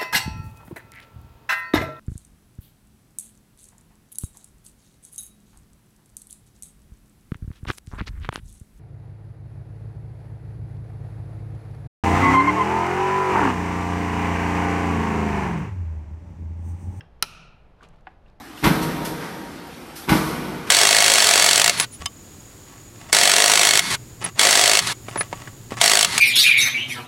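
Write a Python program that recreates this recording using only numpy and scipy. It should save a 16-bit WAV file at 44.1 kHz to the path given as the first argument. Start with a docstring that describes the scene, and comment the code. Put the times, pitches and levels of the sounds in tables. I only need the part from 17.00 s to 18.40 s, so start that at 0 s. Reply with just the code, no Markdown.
"""One sharp snap that rings round a large workshop, two dull knocks and a ringing echo, light taps, soft
thuds and small ticks over a ventilation rumble: a hand works on a plastic wiring connector in an
engine bay. Latch, shell and clip are sums of decaying modes, the latch with noise added; the hall is
noise in decaying bands; ticks, knock echo and thuds are resonant noise bursts; rubbing is coloured
random grains."""
import sys
import numpy as np
from scipy import signal
from scipy.fft import rfft, irfft
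from scipy.io import wavfile

SR = 44100
rng = np.random.default_rng(int(sys.argv[2]) if len(sys.argv) > 2 else 0)


def store_pcm(level_fs):
    """Save levels as 16-bit WAV."""
    pcm = np.round(np.clip(level_fs, -1, 1) * 32767).astype(np.int16)
    wavfile.write(sys.argv[1], SR, np.atleast_2d(pcm).T)


N = 61739
T = np.arange(N) / SR
HZ = np.maximum(np.fft.rfftfreq(2 * N, 1 / SR), 1)   # bins of the zero-padded FFT

# latch snap and its rebound: t/s, level/dB
SNAP_EVENTS = [(.2249, 2.5), (.2292, -15.5)]


def from_db(db):
    """Decibels to amplitude gain."""
    return 10 ** (np.asarray(db) / 20)


def rms_one(x):
    """Scale to unit rms."""
    return x / np.sqrt(np.mean(x ** 2) + 1e-20)


def at_hz(points, hz):
    """Interpolate a (f/Hz, value) table on a log-frequency axis."""
    f, value = np.transpose(points)
    return np.interp(np.log(hz), np.log(f), value)


def colour(x, spectrum):
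    """Filter x by a spectrum (f/Hz, level/dB), then scale to unit rms."""
    shaped = rfft(x, 2 * N) * from_db(at_hz(spectrum, HZ))
    return rms_one(irfft(shaped)[:N])


def delay(x, delay_s):
    """Shift x later, keeping N samples."""
    lead = np.zeros(max(int(delay_s * SR), 0))
    return np.concatenate([lead, x])[:N]


def dull(x, cut_hz):
    """Second-order low-pass."""
    sos = signal.butter(2, min(cut_hz, .45 * SR), fs=SR, output="sos")
    return signal.sosfilt(sos, x)


def place(x, events):
    """Sum copies of x at (t/s, level/dB)."""
    return sum(from_db(db) * delay(x, s) for s, db in events)


def ring(modes, ratio=1):
    """Sum struck modes of alternating sign; a higher pitch ratio swells and dies sooner."""
    build_cycles = 1.6   # time constant of the swell
    out = 0
    for k, (hz, db, t60_s) in enumerate(modes):
        pitch_hz = hz * ratio
        swell = 1 - np.exp(-T * pitch_hz / build_cycles)
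        decay = from_db(db - 60 * T * ratio / t60_s)
        out = out + (-1) ** k * decay * swell * np.sin(2 * np.pi * pitch_hz * T)
    return out


def noise_bands(spectrum):
    """Split coloured noise into overlapping half-octave bands: (centre/Hz, signal)."""
    whole = rfft(colour(rng.standard_normal(N), spectrum), 2 * N)
    bands = []
    for hz in 90 * 2 ** (np.arange(16) / 2):
        weight = np.maximum(0, 1 - 2 * abs(np.log2(HZ / hz)))
        bands.append((hz, irfft(whole * weight)[:N]))
    return bands


def burst(hz, q, t60_s):
    """Noise through one doubled resonance, decaying exponentially."""
    peak = signal.iirpeak(min(hz, .4 * SR), max(q, .45), fs=SR)
    once = signal.lfilter(*peak, rng.standard_normal(N))
    twice = signal.lfilter(*peak, once)
    return rms_one(twice) * from_db(-60 * T / t60_s)


def grains():
    """Random tiny slips of either sign and uneven size."""
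    rate_hz, spread_db = 3700, 4
    hits = rng.random(N) < rate_hz / SR
    sign = rng.choice([-1, 1], N)
    size = from_db(spread_db * np.minimum(rng.exponential(1, N), 4))
    return hits * sign * size


def latch():
    """The snap rings latch and shell modes plus dense noise; nearby panels return duller echoes."""
    # latch and shell modes: f/Hz, relative level/dB, t60/s
    latch_modes = [(195.5, -38, 0.079), (373, -40, .06), (583.5, -40, 0.066), (843, -34.5, 0.061),
                   (1347, -17, 0.032), (1680, -31, .025), (2173, -33, .022), (2446, -25.5, 0.03),
                   (2859, -21, .018), (3120, -23.5, 0.022), (3962, -17, .022), (4190, -19.5, .018),
                   (4830, -18, 0.019), (5150, -20, .015), (5460, -12.5, 0.012), (6220, -24, .015),
                   (6730, -27.5, 0.02), (8310, -23, 0.0066), (9470, -19, .009), (10247, -26.5, 0.014),
                   (11145, -29, .01), (12350, -24, .008), (15320, -28, .015)]
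    # dense ring under the modes: f/Hz, relative density/dB per Hz
    crack_spectrum = [(100, -4), (220, -9), (350, -14.5), (550, -12.5), (900, -8.5), (2000, -8), (5000, 1),
                      (6200, -4), (7400, -16), (8500, -1.5), (12500, -5.5), (13600, -18.5), (16000, -18)]
    # its decay: f/Hz, t60/s
    crack_t60 = [(200, .06), (1500, 0.062), (5000, .021), (14000, .016)]
    # panel echoes: delay/s, level/dB before the low-pass
    panel_echoes = [(.0128, -22.5), (.0152, -23), (.0205, -28.5)]
    crack_db, echo_cut_hz = -17.5, 5500

    crack = 0
    for hz, band in noise_bands(crack_spectrum):
        crack = crack + band * from_db(crack_db - 60 * T / at_hz(crack_t60, hz))
    direct = place(ring(latch_modes) + crack, SNAP_EVENTS)
    return direct + dull(place(direct, panel_echoes), echo_cut_hz)


def hall():
    """The snap hangs in the hall, sagging slowly, then dies away; air absorbs treble faster."""
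    # hall sound: f/Hz, relative density/dB per Hz
    hall_spectrum = [(150, 0), (300, -13), (700, -11.5), (1110, -10.5), (1240, -1.5), (1340, 2.5),
                     (1440, 0), (1560, -14.5), (2100, -15.5), (2460, 0.5), (2950, -5), (3400, -14),
                     (3950, -6.5), (4600, -12.5), (5700, -8), (7500, -20), (10000, -11.5), (15000, -18.5),
                     (16500, -37)]
    # decay after the hold: f/Hz, t60/s
    hall_t60 = [(150, 1.0), (1300, 0.85), (2700, 0.83), (5500, .55), (12000, 0.33)]
    level_db, build_s, hold_s, sag_db_per_s = -42.5, .008, .22, 31
    air_db_per_s = 113   # at 10 kHz, growing as f squared

    held_s, late_s = np.minimum(T, hold_s), np.maximum(T - hold_s, 0)
    out = 0
    for hz, band in noise_bands(hall_spectrum):
        sag_db = sag_db_per_s * held_s
        decay_db = 60 * late_s / at_hz(hall_t60, hz)
        air_db = air_db_per_s * (hz / 10000) ** 2 * T
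        out = out + band * from_db(level_db - sag_db - decay_db - air_db)
    return delay(out * (1 - np.exp(-T / build_s)), SNAP_EVENTS[0][0])


def knocks():
    """Contacts excite the modes of the plastic shell."""
    # shell contacts: t/s, level/dB, pitch ratio
    shell_events = [(1.0691, -33, 0.989), (1.0755, -41, 1.12)]
    # shell modes at ratio 1: f/Hz, relative level/dB, t60/s
    shell_modes = [(329, -9.5, .05), (560, -14.5, .05), (764, 3, .045), (880, 0, 0.022), (1075, 0, 0.023),
                   (1491, -3, .035), (1710, -4.5, .045), (2150, -5, .02), (2650, -7.5, .02),
                   (3050, -16.5, .018), (3618, -15, 0.014), (4570, -21, .015)]
    return sum(from_db(db) * delay(ring(shell_modes, ratio), s) for s, db, ratio in shell_events)


def taps():
    """Contacts excite the modes of a smaller plastic clip."""
    # clip contacts: t/s, level/dB
    tap_events = [(.0068, -47), (.0084, -33.5)]
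    # clip modes: f/Hz, relative level/dB, t60/s
    clip_modes = [(1610, 0, 0.021), (2000, 2, 0.0068), (2761, -3, .02), (3240, -7, .02), (5320, -9, 0.013),
                  (9600, -27.5, 0.011)]
    return place(ring(clip_modes), tap_events)


def ticks_and_knock_echo():
    """Small ticks and one ringing echo of the knock at 1.113 s, each a brief resonant noise burst."""
    # ticks and knock echo: t/s, level/dB before the low-pass, centre f/Hz, Q, t60/s
    burst_events = [(.8075, -47.5, 1290, 2.1, 0.033), (0.8262, -42, 1160, 4.3, .035),
                    (.8312, -53.5, 5200, 0.89, 0.015), (0.8335, -57.5, 3860, 1.1, 0.015),
                    (0.8374, -54, 2630, 2.9, 0.023), (0.844, -61, 7000, 1.1, 0.01),
                    (.8548, -65, 4940, .7, 0.015), (0.8872, -59, 7940, 1.4, 0.02),
                    (.961, -65.5, 4000, .7, 0.0091), (1.0085, -64, 4200, 0.83, 0.013),
                    (1.113, -53.5, 1680, 7, 0.038), (1.2605, -53, 2710, 7.9, 0.027),
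                    (1.268, -66.5, 2180, 1.7, 0.016), (1.2827, -61.5, 3700, 2.2, .025),
                    (1.2995, -61.5, 3980, .9, 0.011)]
    cut_hz = 13000
    bursts = sum(from_db(db) * delay(burst(hz, q, t60_s), s) for s, db, hz, q, t60_s in burst_events)
    return dull(bursts, cut_hz)


def thuds():
    """The cable bundle shifts: low resonant noise bursts."""
    # bundle shifts: t/s, level/dB
    thud_events = [(.0, -50), (.385, -49), (0.805, -55), (0.891, -50.5), (1.256, -55)]
    hz, q, t60_s = 152.1, 4.1, .25
    return sum(from_db(db) * delay(burst(hz, q, t60_s), s) for s, db in thud_events)


def rubbing():
    """Friction grains of the hand sliding on the cables follow its effort."""
    # hand effort: t/s, level/dB
    effort = [(0, -53), (.09, -71), (.2, -69.5), (.76, -71), (.84, -52.5), (.88, -62), (.95, -61.5),
              (1.03, -71.5), (1.11, -61), (1.2, -86), (1.28, -60), (1.4, -85)]
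    # friction spectrum: f/Hz, relative density/dB per Hz
    rub_spectrum = [(100, 0), (400, 6), (1100, 4), (2000, -6), (3200, -8.5), (6000, -23.5), (12000, -33.5),
                    (16000, -54.5)]
    return colour(grains(), rub_spectrum) * from_db(np.interp(T, *np.transpose(effort)))


def scrape():
    """The connector scrapes once in its holder: brighter grains swell to a peak, then decay."""
    # scrape spectrum: f/Hz, relative density/dB per Hz
    scrape_spectrum = [(300, -18), (1100, 3), (1900, 1), (2700, 8), (5200, -4), (7000, -11), (10000, -15.5),
                       (15000, -41)]
    peak_s, rise_s, t60_s, level_db = .834, .0054, .12, -53.5
    rise = np.exp(np.minimum(T - peak_s, 0) / rise_s)
    decay = from_db(level_db - 60 * np.maximum(T - peak_s, 0) / t60_s)
    return colour(grains(), scrape_spectrum) * rise * decay


def room(x):
    """Diffuse reflections: convolve with unit-energy, low-passed, decaying noise."""
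    level_db, t60_s, cut_hz = -19.5, .45, 5000
    response = dull(rng.standard_normal(N), cut_hz) * from_db(-60 * T / t60_s)
    response = response / np.linalg.norm(response)
    return from_db(level_db) * signal.fftconvolve(x, response)[:N]


def ventilation():
    """Steady noise weighted to the bass."""
    # ventilation spectrum: f/Hz, relative density/dB per Hz
    vent_spectrum = [(12, -1), (25, 5), (65, -3), (110, -9), (170, -8.5), (260, -19.5), (450, -18),
                     (750, -18.5), (1300, -26.5), (2000, -33), (3200, -38.5), (5000, -45.5), (8000, -56.5),
                     (12500, -57), (14000, -70.5)]
    level_db = -52
    return from_db(level_db) * colour(rng.standard_normal(N), vent_spectrum)


def scene():
    """Mix all sources to one channel; knocks, taps, ticks and knock echo excite the room."""
    snap = latch() + hall()
    handling = knocks() + taps() + ticks_and_knock_echo()
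    mix = snap + handling + room(handling) + thuds() + rubbing() + scrape() + ventilation()
    return mix[None]


def record(dry):
    """Steep elliptic low-pass cuts the top."""
    cut_hz = 16400
    sos = signal.ellip(10, .1, 80, cut_hz, fs=SR, output="sos")   # order, ripple/dB, stopband/dB
    return signal.sosfilt(sos, dry)


dry = scene()
out = record(dry)
store_pcm(out)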